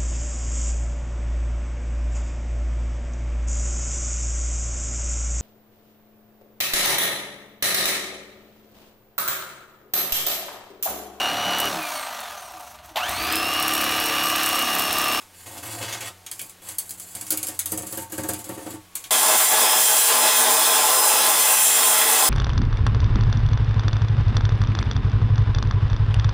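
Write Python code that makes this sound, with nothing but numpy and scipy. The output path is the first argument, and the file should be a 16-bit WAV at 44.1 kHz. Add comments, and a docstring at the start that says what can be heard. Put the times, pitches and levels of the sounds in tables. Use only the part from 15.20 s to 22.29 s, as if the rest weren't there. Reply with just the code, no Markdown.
"""A small tiled shower, one microphone close to the work. A steel hand scraper follows a grout joint:
one long gritty drag, then short sticking strokes whose slips chip the grout and shake the wall panel.
The scene changes abruptly to a cordless vacuum: air roars in its hose and hisses from its exhaust,
the motor whines higher whenever the nozzle chokes on the floor, and sucked-up grit ticks on plastic."""
import sys
import numpy as np
from scipy import signal
from scipy.fft import rfft, irfft, next_fast_len
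from scipy.io import wavfile
from scipy.ndimage import uniform_filter1d, map_coordinates

SR = 44100
rng = np.random.default_rng(int(sys.argv[2]) if len(sys.argv) > 2 else 0)


def bounce(signal):
    """Save signal as a 16-bit WAV file at the path given by the first command-line argument."""
    frames = np.transpose(np.atleast_2d(signal))
    limited = np.clip(frames, -1, 1)
    pcm = np.round(limited * 32767).astype(np.int16)
    wavfile.write(sys.argv[1], SR, pcm)


N = 312669
VACUUM_START_S = 3.9072
USUAL_CHIP_DB, SCRAPE_DRIFT_DB = -17, 1.7

# Pushes of the blade along the joint. Each row: start and length in seconds, then relative levels
# in dB of grit, rasp, low panel groan and hollow panel chatter.
STROKES = [(-0.02, 0.022, -39, -38, -65, -70), (0.13, 0.12, -42.5, -47, -67, -70),
           (0.256, 0.14, -37, -38, -40.5, -54), (0.425, 0.19, -33.5, -35.5, -35.5, -50),
           (0.607, .13, -38.5, -28, -36, -40.5), (0.749, 0.028, -45, -32.5, -39, -50),
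           (0.802, 0.075, -36, -31.5, -39, -43), (1.105, 0.16, -38.5, -54, -54, -66),
           (1.416, 0.12, -37, -42.5, -50.5, -51), (1.6, 0.38, -38.5, -52, -54, -64),
           (1.943, 0.41, -37.5, -45, -51, -48), (2.445, 0.38, -33, -48, -54, -41.5),
           (2.896, .31, -33, -46, -47, -48), (3.238, 0.3, -38, -46, -43, -43),
           (3.786, 0.077, -41, -49, -54, -65)]
# The sticking blade slips, about every 50 ms in a hard stroke.
# Each row: time in seconds, relative levels in dB of the chip and the panel knock.
SLIPS = [(0.3774, -26, -44), (0.6244, -43, -32), (0.726, -23, -46), (0.807, -24, -40), (1.2155, -18.5, -41),
         (1.296, -26, -61), (1.4887, -17.5, -41), (1.694, -20.5, -62), (1.708, -18, -59),
         (1.799, -20.5, -61), (1.9517, -19, -40.5), (2.0123, -17.5, -44), (2.068, -21, -49),
         (2.1058, -5, -34.5), (2.1219, -10.5, -28), (2.1743, -11.5, -39.5), (2.23, -12, -35),
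         (2.2697, -13.5, -42), (2.2849, -16.5, -31), (2.4588, -12, -45), (2.5194, -13, -24),
         (2.5754, -15.5, -28), (2.6223, -21, -40), (2.6698, -21.5, -40), (2.725, -17, -30),
         (2.7738, -15.5, -27.5), (2.8209, -23, -36), (2.9222, -21, -28.5), (2.9798, -19, -22.5),
         (3.035, -20, -26), (3.0884, -11.5, -22), (3.1347, -15.5, -32), (3.1907, -26, -34.5),
         (3.243, -23.5, -45), (3.2915, -24.5, -25), (3.3751, -39, -30.5), (3.4631, -33, -27),
         (3.5062, -24.5, -37), (3.5384, -31, -32)]
# The colour of crumbling grout. Each row: frequency in Hz, relative level in dB.
GROUT_SPECTRUM = [(2000, -21), (4000, -14.5), (4800, -8), (5600, -14.5), (6400, -5.5), (7800, 2.5),
                  (8700, -2.5), (10000, -0.5), (11400, 2.5), (12500, -4.5), (13300, -1.5), (14200, -4),
                  (15800, -3)]
# The ring of blade and tile. Each row: frequency and width in Hz, gain in dB.
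BLADE_MODES = [(1580, 68, -5), (1890, 66, -4), (2130, 70, -2), (2610, 84, -4), (2900, 70, -3),
               (3360, 45, 0), (4780, 60, -9)]
# The nozzle seals against the floor. Each row: middle and half length in seconds,
# depth up to 1 (below 0 it is lifted clear).
CHOKES = [(3.86, 0.074, 0.92), (4.0, 0.024, 0.44), (4.1, 0.0278, -.2), (4.18, 0.014, 0.82),
          (4.27, 0.033, 0.85), (4.665, .07, 0.79), (4.82, 0.055, 0.92), (5.01, 0.028, 0.11),
          (5.16, 0.03, 0.44), (5.27, 0.0517, -0.168), (5.43, 0.083, 0.12), (6.23, 0.055, .55),
          (6.44, 0.094, 0.9), (6.54, 0.027, 0.42), (6.65, 0.025, 0.63), (6.82, 0.19, 0.27)]


def amp(db):
    """Decibels to gain."""
    return 10 ** (np.asarray(db) / 20)


def unit(x):
    """Scale to rms 1."""
    return x / np.sqrt(np.mean(x ** 2) + 1e-20)


def along(points, hz):
    """Read (Hz, value) points on a log frequency axis."""
    points_hz, values = np.transpose(points)
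    return np.interp(np.log(hz + 1), np.log(points_hz + 1), values)


def wobble(rate):
    """A smooth random curve, rate knots a second."""
    knots = rng.standard_normal(int(N * rate / SR) + 4)
    return map_coordinates(knots, [np.arange(N) * rate / SR])


def humps(rows):
    """A smooth hump for each row of middle in seconds, half length in seconds and height."""
    t = np.arange(N) / SR
    return sum(height * np.exp(-((t - s) / half) ** 2) for s, half, height in rows)


def add(track, s, sound):
    """Mix a sound into the track at s seconds."""
    start = max(round(s * SR), 0)
    track[start:start + len(sound)] += sound[:max(len(track) - start, 0)]


def filtered(x, response):
    """Pass x through a complex response of frequency."""
    size = 2 * next_fast_len((len(x) + SR // 2) // 2)
    return irfft(rfft(x, size) * response(np.fft.rfftfreq(size, 1 / SR)), size)[:len(x)]


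def coloured(x, spectrum):
    """Pass x through a causal filter with the given (Hz, dB) shape."""
    def minimum_phase(hz):
        cepstrum = irfft(np.log(amp(along(spectrum, hz))))
        half = len(cepstrum) // 2
        cepstrum[1:half] *= 2
        cepstrum[half + 1:] = 0
        return np.exp(rfft(cepstrum))
    return filtered(x, minimum_phase)


def passband(x, spectrum):
    """Colour x while keeping the power of a white input."""
    power = np.mean(amp(along(spectrum, np.linspace(0, SR / 2, 2048))) ** 2)
    return coloured(x, spectrum) / np.sqrt(power)


def resonate(x, modes):
    """Pass x through a set of (Hz, width in Hz, dB) resonances."""
    def response(f):
        return sum(amp(db) * 1j * f * width / (hz * hz - f * f + 1j * f * width)
                   for hz, width, db in modes)
    return filtered(x, response)


def low_cut(x, edge_hz, order):
    """Roll off what lies below the edge."""
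    return signal.sosfilt(signal.butter(order, edge_hz, "highpass", fs=SR, output="sos"), x)


def grains(rate, spread_db):
    """Tiny random impulses of uneven size, rate a second, at rms 1."""
    present = rng.random(N) < rate / SR
    impulses = present * rng.standard_normal(N)
    return unit(impulses * amp(spread_db * np.minimum(rng.exponential(size=N), 4)))


def bursts(times, levels_db, rise, fall, delay, tilts_db=0):
    """A puff of fracture noise at each time, tilted by so many dB an octave around 9 kHz."""
    track, t = np.zeros(N), np.arange(SR // 10) / SR
    octaves = np.log2(np.maximum(np.fft.rfftfreq(len(t), 1 / SR), 4500) / 9000)
    for s, db, attack, tilt in np.broadcast(times, levels_db, rise, tilts_db):
        shape = (1 - np.exp(-t / attack)) ** 2 * np.exp(-t / fall)
        noise = irfft(rfft(rng.standard_normal(len(t))) * amp(tilt * octaves), len(t))
        add(track, s + delay, amp(db) * shape / shape.max() * noise)
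    return track


def stall(x, wet_db):
    """The microphone hears the direct sound plus the dense ring of the tiled walls, at equal total power."""
    # The decay of the shower. Each row: frequency in Hz, seconds to fall by 60 dB.
    decay_times = [(300, 0.21), (1300, 0.23), (3500, 0.15), (9000, 0.11), (15000, 0.043)]
    hz, t, spectra = signal.stft(rng.standard_normal(SR // 3), SR, nperseg=256)
    decay = amp(-60 * t / along(decay_times, hz)[:, None])
    tail = signal.istft(spectra * decay, SR, nperseg=256)[1]
    tail[:SR // 500] = 0  # the nearest wall answers after 2 ms
    echo = signal.fftconvolve(x, tail / np.linalg.norm(tail))[:len(x)]
    return (x + amp(wet_db) * echo) / np.hypot(1, amp(wet_db))


def shifting(x, depth_db, size):
    """A moving source meets new wall reflections: its colour drifts in patches of size (bins, frames)."""
    spectra = signal.stft(x, nperseg=512)[2]
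    patches = rng.standard_normal(spectra.shape)
    for axis in (0, 1, 0, 1):
        patches = uniform_filter1d(patches, size[axis], axis)
    gain = amp(depth_db * unit(patches))
    return signal.istft(spectra * unit(gain), nperseg=512)[1][:N]


def room_tone():
    """Faint air noise and hum of the bathroom, behind the scraper."""
    # The air noise. Each row: frequency in Hz, relative level in dB.
    air_spectrum = [(20, -2), (35, -3), (55, -12), (85, -6), (130, -15), (300, -4), (900, -7), (2500, -8.5),
                    (5000, -12), (10000, -12), (15800, -16.5)]
    # The wavering hum. Each row: frequency in Hz, middle level in dB.
    hum_tones = [(91, -60.5), (181, -63), (743, -67), (899, -69.5), (1114, -67.5)]
    t = np.arange(N) / SR
    hum = sum(amp(db + 4.9 * wobble(5.2)) * np.sin(2 * np.pi * hz * t + 0.26 * wobble(8.2))
              for hz, db in hum_tones)
    return hum + amp(-52.5) * unit(coloured(rng.standard_normal(N), air_spectrum))


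def debris():
    """Sucked-up grit ticks against the plastic nozzle, which bumps the floor once."""
    # Larger crumbs strike. Each row: time in seconds, relative level in dB.
    crumbs = [(4.112, -11), (5.823, -19), (5.893, -13), (6.815, -2), (6.901, -10)]
    # The bump. Each row: time in seconds, pitch in Hz, relative level in dB.
    bumps = [(4.69, 118.9, -45)]
    thuds, t = np.zeros(N), np.arange(SR // 5) / SR
    ticks = amp(-39) * grains(rate=190, spread_db=5)
    for s, db in crumbs:
        add(ticks, s, amp(db - 8) * np.exp(-t / 0.0014) * rng.standard_normal(len(t)))
    for s, hz, db in bumps:
        envelope = (1 - np.exp(-t / 0.0097)) * np.exp(-t / 0.03)
        add(thuds, s, amp(db) * envelope * np.sin(2 * np.pi * hz * t))
    plastic = passband(ticks, [(300, -15.5), (2000, 7), (9000, -15), (15000, -7.5)])
    return thuds + stall(plastic, wet_db=-4)


def whine():
    """Motor and impeller tones flutter in the air; a choke sheds load, so they rise, a little late."""
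    # The tones. Each row: multiple of the shaft speed, relative level in dB, change in dB when choked.
    orders = [(2, -46.5, 0), (6, -42, 0), (10, -35, -5), (12, -48, 0), (14, -34.5, 6), (17, -37, 0),
              (20, -34.5, 9.5), (28, -47, 0), (29, -46, 0)]
    # The tone near 5 kHz swells. Each row: middle and half length in seconds, boost in dB.
    swells = [(4.51, .07, 4), (5.17, .08, 5.5), (5.9, .2, 6.5), (7.06, .06, 4)]
    free_hz, choked_rise_hz, battery_sag_hz_per_s = 510.8, 20.5, 0.6
    spin_up_s, swelling_order = 0.055, 10
    t, inertia = np.arange(N) / SR, np.exp(-1 / (spin_up_s * SR))
    unloaded = signal.lfilter([1 - inertia], [1, -inertia], humps(CHOKES))
    sag_hz = battery_sag_hz_per_s * (t - VACUUM_START_S)
    shaft_hz = free_hz + choked_rise_hz * np.maximum(unloaded, 0) ** 1.25 - sag_hz
    shaft_angle = 2 * np.pi * np.cumsum(shaft_hz * (1 + 0.0003 * wobble(90))) / SR
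    tones = np.zeros(N)
    for order, db, choked_db in orders:
        level_db = db + 2.8 + choked_db * unloaded + (order == swelling_order) * humps(swells)
        tones += amp(level_db + 2 * wobble(12)) * np.sin(order * shaft_angle + 0.18 * wobble(60))
    return tones


def airflow():
    """Turbulence roars in the hose, rushes at the nozzle and hisses out; choking trades roar for hiss."""
    # Air resonances of hose and canister. Each row: frequency and width in Hz, relative level in dB.
    hose_modes = [(240.8, 4.9, -4.5), (335, 6.1, -10.5), (387, 19, -14), (458.3, 11.3, 1.5), (523, 4, 2),
                  (610, 2.8, -24), (641.5, 16.5, 4.5), (764, 29, 1), (830, 26, -2), (860, 22.6, 5.5),
                  (964, 67, -4.5), (1025, 15.4, 6.5), (1130, 31, -4.5), (1310, 22, -4.5)]
    # Narrow whistles in the air stream. Each row: frequency and width in Hz, relative level in dB.
    whistle_modes = [(2025, 36, -5), (3033, 13, -9), (3250, 29, 4), (3460, 60, -17), (3973, 17, 1.5)]
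    # The colours of nozzle and exhaust. Each row: frequency in Hz, relative level in dB.
    nozzle_spectrum = [(30, -50), (160, -21), (300, -17.5), (700, -1), (1100, -9), (1550, 1.5),
                       (1850, -0.5), (2350, -3), (2700, 2.5), (2920, -5), (3200, 3.5), (3520, 4.5),
                       (3800, -0.5), (5400, -2), (9000, -17)]
    exhaust_spectrum = [(3500, -65), (5400, -7.5), (6000, 2.5), (6800, -1), (7450, 6), (7950, 3),
                        (8750, 7.5), (10000, 4), (11300, 4), (12150, -4.5), (12900, 4), (14000, 0),
                        (15000, 7.5), (15600, -4), (15900, -24)]
    # The nozzle slurps as it lifts. Each row: middle and half length in seconds, boost in dB.
    slurps = [(4.55, .02, 1), (4.91, .02, 2.5), (5.08, 0.046, 3.5)]
    choke = humps(CHOKES)
    hose = low_cut(resonate(rng.standard_normal(N), hose_modes), 237, order=6)
    nozzle = stall(coloured(rng.standard_normal(N), nozzle_spectrum), wet_db=-5.5)
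    nozzle = shifting(nozzle, depth_db=2.13, size=(2, 22))
    exhaust = stall(coloured(rng.standard_normal(N), exhaust_spectrum), wet_db=-6)
    exhaust = shifting(exhaust, depth_db=1, size=(2, 24))
    whistles = sum(amp(3.2 * wobble(5)) * resonate(rng.standard_normal(N), [mode])
                   for mode in whistle_modes)
    whistles = amp(-12.5 + 8 * choke) * unit(whistles)  # a narrow gap whistles more
    roar = amp(-23.5 - 10 * choke + 0.37 * wobble(22)) * unit(hose)
    rush = amp(-25 - choke + humps(slurps) + 0.7 * wobble(18)) * (unit(nozzle) + whistles)
    hiss = amp(-19.5 + 2 * choke + 0.8 * wobble(25)) * unit(exhaust)
    return roar + rush + hiss


def panel(force):
    """The wall panel rings, ever more hollow as the blade nears the belly of its strongest mode."""
    # The panel's resonances. Each row: frequency and width in Hz, gain in dB.
    panel_modes = [(94, 7, -4), (115.6, 7.8, -3), (192.7, 9.5, -8), (237, 28, -11), (311, 14, 7.5),
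                   (382, 26, -11.5), (447, 14, -10), (527.4, 24, -4), (707.5, 16, -5.5), (890, 8.4, -2.5),
                   (1132, 10, -8), (1260, 8.2, -16), (1790, 44, -18)]
    growth_db_per_s, even_at_s = 4.5, 3.3
    strongest = max(panel_modes, key=lambda mode: mode[2])
    hollow_gain = amp(np.clip(growth_db_per_s * (np.arange(N) / SR - even_at_s), -9, 4))
    hollow = resonate(force * (hollow_gain - 1), [strongest])
    return low_cut(resonate(force, panel_modes) + hollow, 81, order=5)


def chirps():
    """For a short run of slips near three seconds, the edge gives brief falling squeals."""
    start_hz, fall_hz_per_s, length_s = 1727, 11000, 0.024
    from_s, until_s = 2.76, 3.16
    track, t = np.zeros(N), np.arange(round(length_s * SR)) / SR
    chirp = np.hanning(len(t)) * np.sin(2 * np.pi * (start_hz - fall_hz_per_s * t / 2) * t)
    for s, _, knock_db in SLIPS:
        if from_s < s < until_s:
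            add(track, s - length_s / 5, amp(knock_db - 10.5) * chirp)
    return stall(track, wet_db=-4)


def squeak():
    """The blade squeaks once and a tile sings on."""
    # Each row: time in seconds, pitch in Hz, relative level in dB.
    squeaks = [(2.812, 905, -33.5)]
    track, t = np.zeros(N), np.arange(SR // 3) / SR
    envelope = (1 - np.exp(-t / 0.022)) ** 2 * np.exp(-t / 0.023)
    for s, hz, db in squeaks:
        add(track, s, amp(db + 11.5) * envelope * np.sin(2 * np.pi * hz * t))
    return track


def knocks():
    """The blade stops dead after a slip: one soft push and a short rattle shake the wall panel."""
    times, _, knock_db = np.transpose(SLIPS)
    pushes, pulse = np.zeros(N), np.hanning(round(0.0016 * SR))
    for s, db in zip(times, knock_db):
        add(pushes, s + 0.0021, amp(db + 47.5) * pulse / pulse.sum())
    rattle = bursts(times, knock_db + 17.5, rise=0.0041, fall=0.022, delay=-0.002)
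    hand_cushion = [(1700, -1.0), (2400, -1.5), (4000, -7), (8000, -45)]
    return panel(coloured(pushes + rattle, hand_cushion))


def contacts():
    """Light landings and pressed slips. Each row: seconds, chip dB, clack dB, pressure from 0 to 1."""
    # The blade is set down on the tile. Each row: time in seconds, relative chip and clack levels in dB.
    landings = [(1.0642, -24, -32.5), (1.115, -17, -35), (1.1938, -20, -31.5), (1.585, -8, -43),
                (2.392, -7.5, -27.5), (3.7547, -11, -31.5), (3.8405, -25, -33)]
    rows = [(s, chip_db, clack_db, 0) for s, chip_db, clack_db in landings]
    starts, _, _, rasp_db, *_ = np.transpose(STROKES)
    for s, chip_db, knock_db in SLIPS:
        # the clack follows the rasp of its stroke and grows with the chip
        clack_db = rasp_db[starts <= s][-1] + 4.5 + 0.53 * (chip_db - USUAL_CHIP_DB)
        pressure = np.clip((knock_db + 42) / 22, 0, 1)
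        rows.append((s, chip_db, clack_db, pressure))
    return rows


def chipping():
    """Each contact chips grout and clacks the steel; a hard-pressed blade grinds in, a light one ticks."""
    times, chip_db, clack_db, pressure = np.transpose(contacts())
    tilt_db = 0.2 * (chip_db - USUAL_CHIP_DB) - 0.6  # louder chips are brighter
    chips = bursts(times, chip_db - 4.5,
                   rise=0.00039 + 0.0011 * pressure, fall=0.0032, delay=-0.0012, tilts_db=tilt_db)
    crumbling = bursts(times - 0.009 * pressure, chip_db - 22 + 5 * pressure,
                       rise=0.0058, fall=0.018, delay=0)
    clacks = bursts(times, clack_db - 1 - 2 * pressure,
                    rise=0.00047 + 0.014 * pressure, fall=0.0064, delay=-0.0005)
    # Steel striking tile. Each row: frequency in Hz, relative level in dB.
    clack_spectrum = [(500, -23), (1000, -11.5), (2150, 2.5), (3300, 3.5), (4800, -2.5), (7000, 6),
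                      (12000, -42)]
    direct = passband(chips + crumbling, GROUT_SPECTRUM) + passband(clacks, clack_spectrum)
    ring = amp(4) * resonate(clacks, BLADE_MODES)
    return shifting(stall(direct, wet_db=0), depth_db=SCRAPE_DRIFT_DB, size=(3, 12)) + ring


def stroke_gains():
    """Each stroke bites, holds and lets go: gains of grit, rasp, groan and chatter."""
    attack_s, release_s = 0.0047, 0.025
    t, gains = np.arange(N) / SR, 0
    for s, length, *levels_db in STROKES:
        bite = 1 - np.exp(-np.maximum(t - s, 0) / attack_s)
        release = np.exp(-np.maximum(t - s - length, 0) / release_s)
        gains = gains + np.outer(amp(levels_db), bite * release)
    return gains


def scraping():
    """The sliding blade crushes grains; their jolts ring the steel and make the panel groan and chatter."""
    # Steel dragged over tile. Each row: frequency in Hz, relative level in dB.
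    rasp_spectrum = [(300, -27), (550, 2), (750, -8), (900, 7), (1050, 0.5), (1600, -3.5), (2100, -6),
                     (2400, -3.5), (2900, -4.5), (3400, -7), (4000, -1), (7000, -3), (12000, -11)]
    # The rubbed panel's lowest modes. Each row: frequency and width in Hz, relative level in dB.
    groan_modes = [(97, 6.1, -25), (109.1, 2.15, 11.5), (188.6, 5, -17), (234, 28, -20), (297, 19, -10),
                   (344, 37, -10), (531, 73, -12.5), (690, 63, -9), (830, 12, -15)]
    grit_gain, rasp_gain, groan_gain, chatter_gain = stroke_gains()
    catch = amp(2.3 * wobble(90))  # the edge catches and frees itself
    grit = amp(-5.5) * grit_gain * catch * passband(grains(rate=4200, spread_db=2.5), GROUT_SPECTRUM)
    jolts = grains(rate=2000, spread_db=1.0)
    rasp = amp(-10.5) * rasp_gain * catch * passband(jolts, rasp_spectrum)
    ring = amp(-11) * rasp_gain * unit(resonate(catch * jolts, BLADE_MODES))
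    rubbing = resonate(grains(rate=1000, spread_db=-1.5), groan_modes)
    groan = amp(-5) * groan_gain * unit(low_cut(rubbing, 93, order=4))
    chatter = chatter_gain * unit(panel(grains(rate=280, spread_db=1.7)))  # tiny slips
    scrape = shifting(stall(grit + rasp, wet_db=5), depth_db=SCRAPE_DRIFT_DB, size=(3, 14))
    return scrape + ring + groan + chatter


def scene():
    """Scraping gives way at once to the running vacuum; the one microphone feeds both channels."""
    vacuum_on = np.clip((np.arange(N) / SR - VACUUM_START_S) / 0.001, 0, 1)
    scraper = scraping() + chipping() + knocks() + squeak() + chirps() + room_tone()
    vacuum = airflow() + whine() + debris()
    mono = (1 - vacuum_on) * scraper + vacuum_on * vacuum
    return np.array([mono, mono])


def record(dry):
    """The microphone's signal is cut off steeply at the top of its band."""
    top_hz = 15900
    return np.array([filtered(x, lambda hz: 1 / np.sqrt(1 + (hz / top_hz) ** 300)) for x in dry])


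dry = scene()
out = record(dry)
bounce(out)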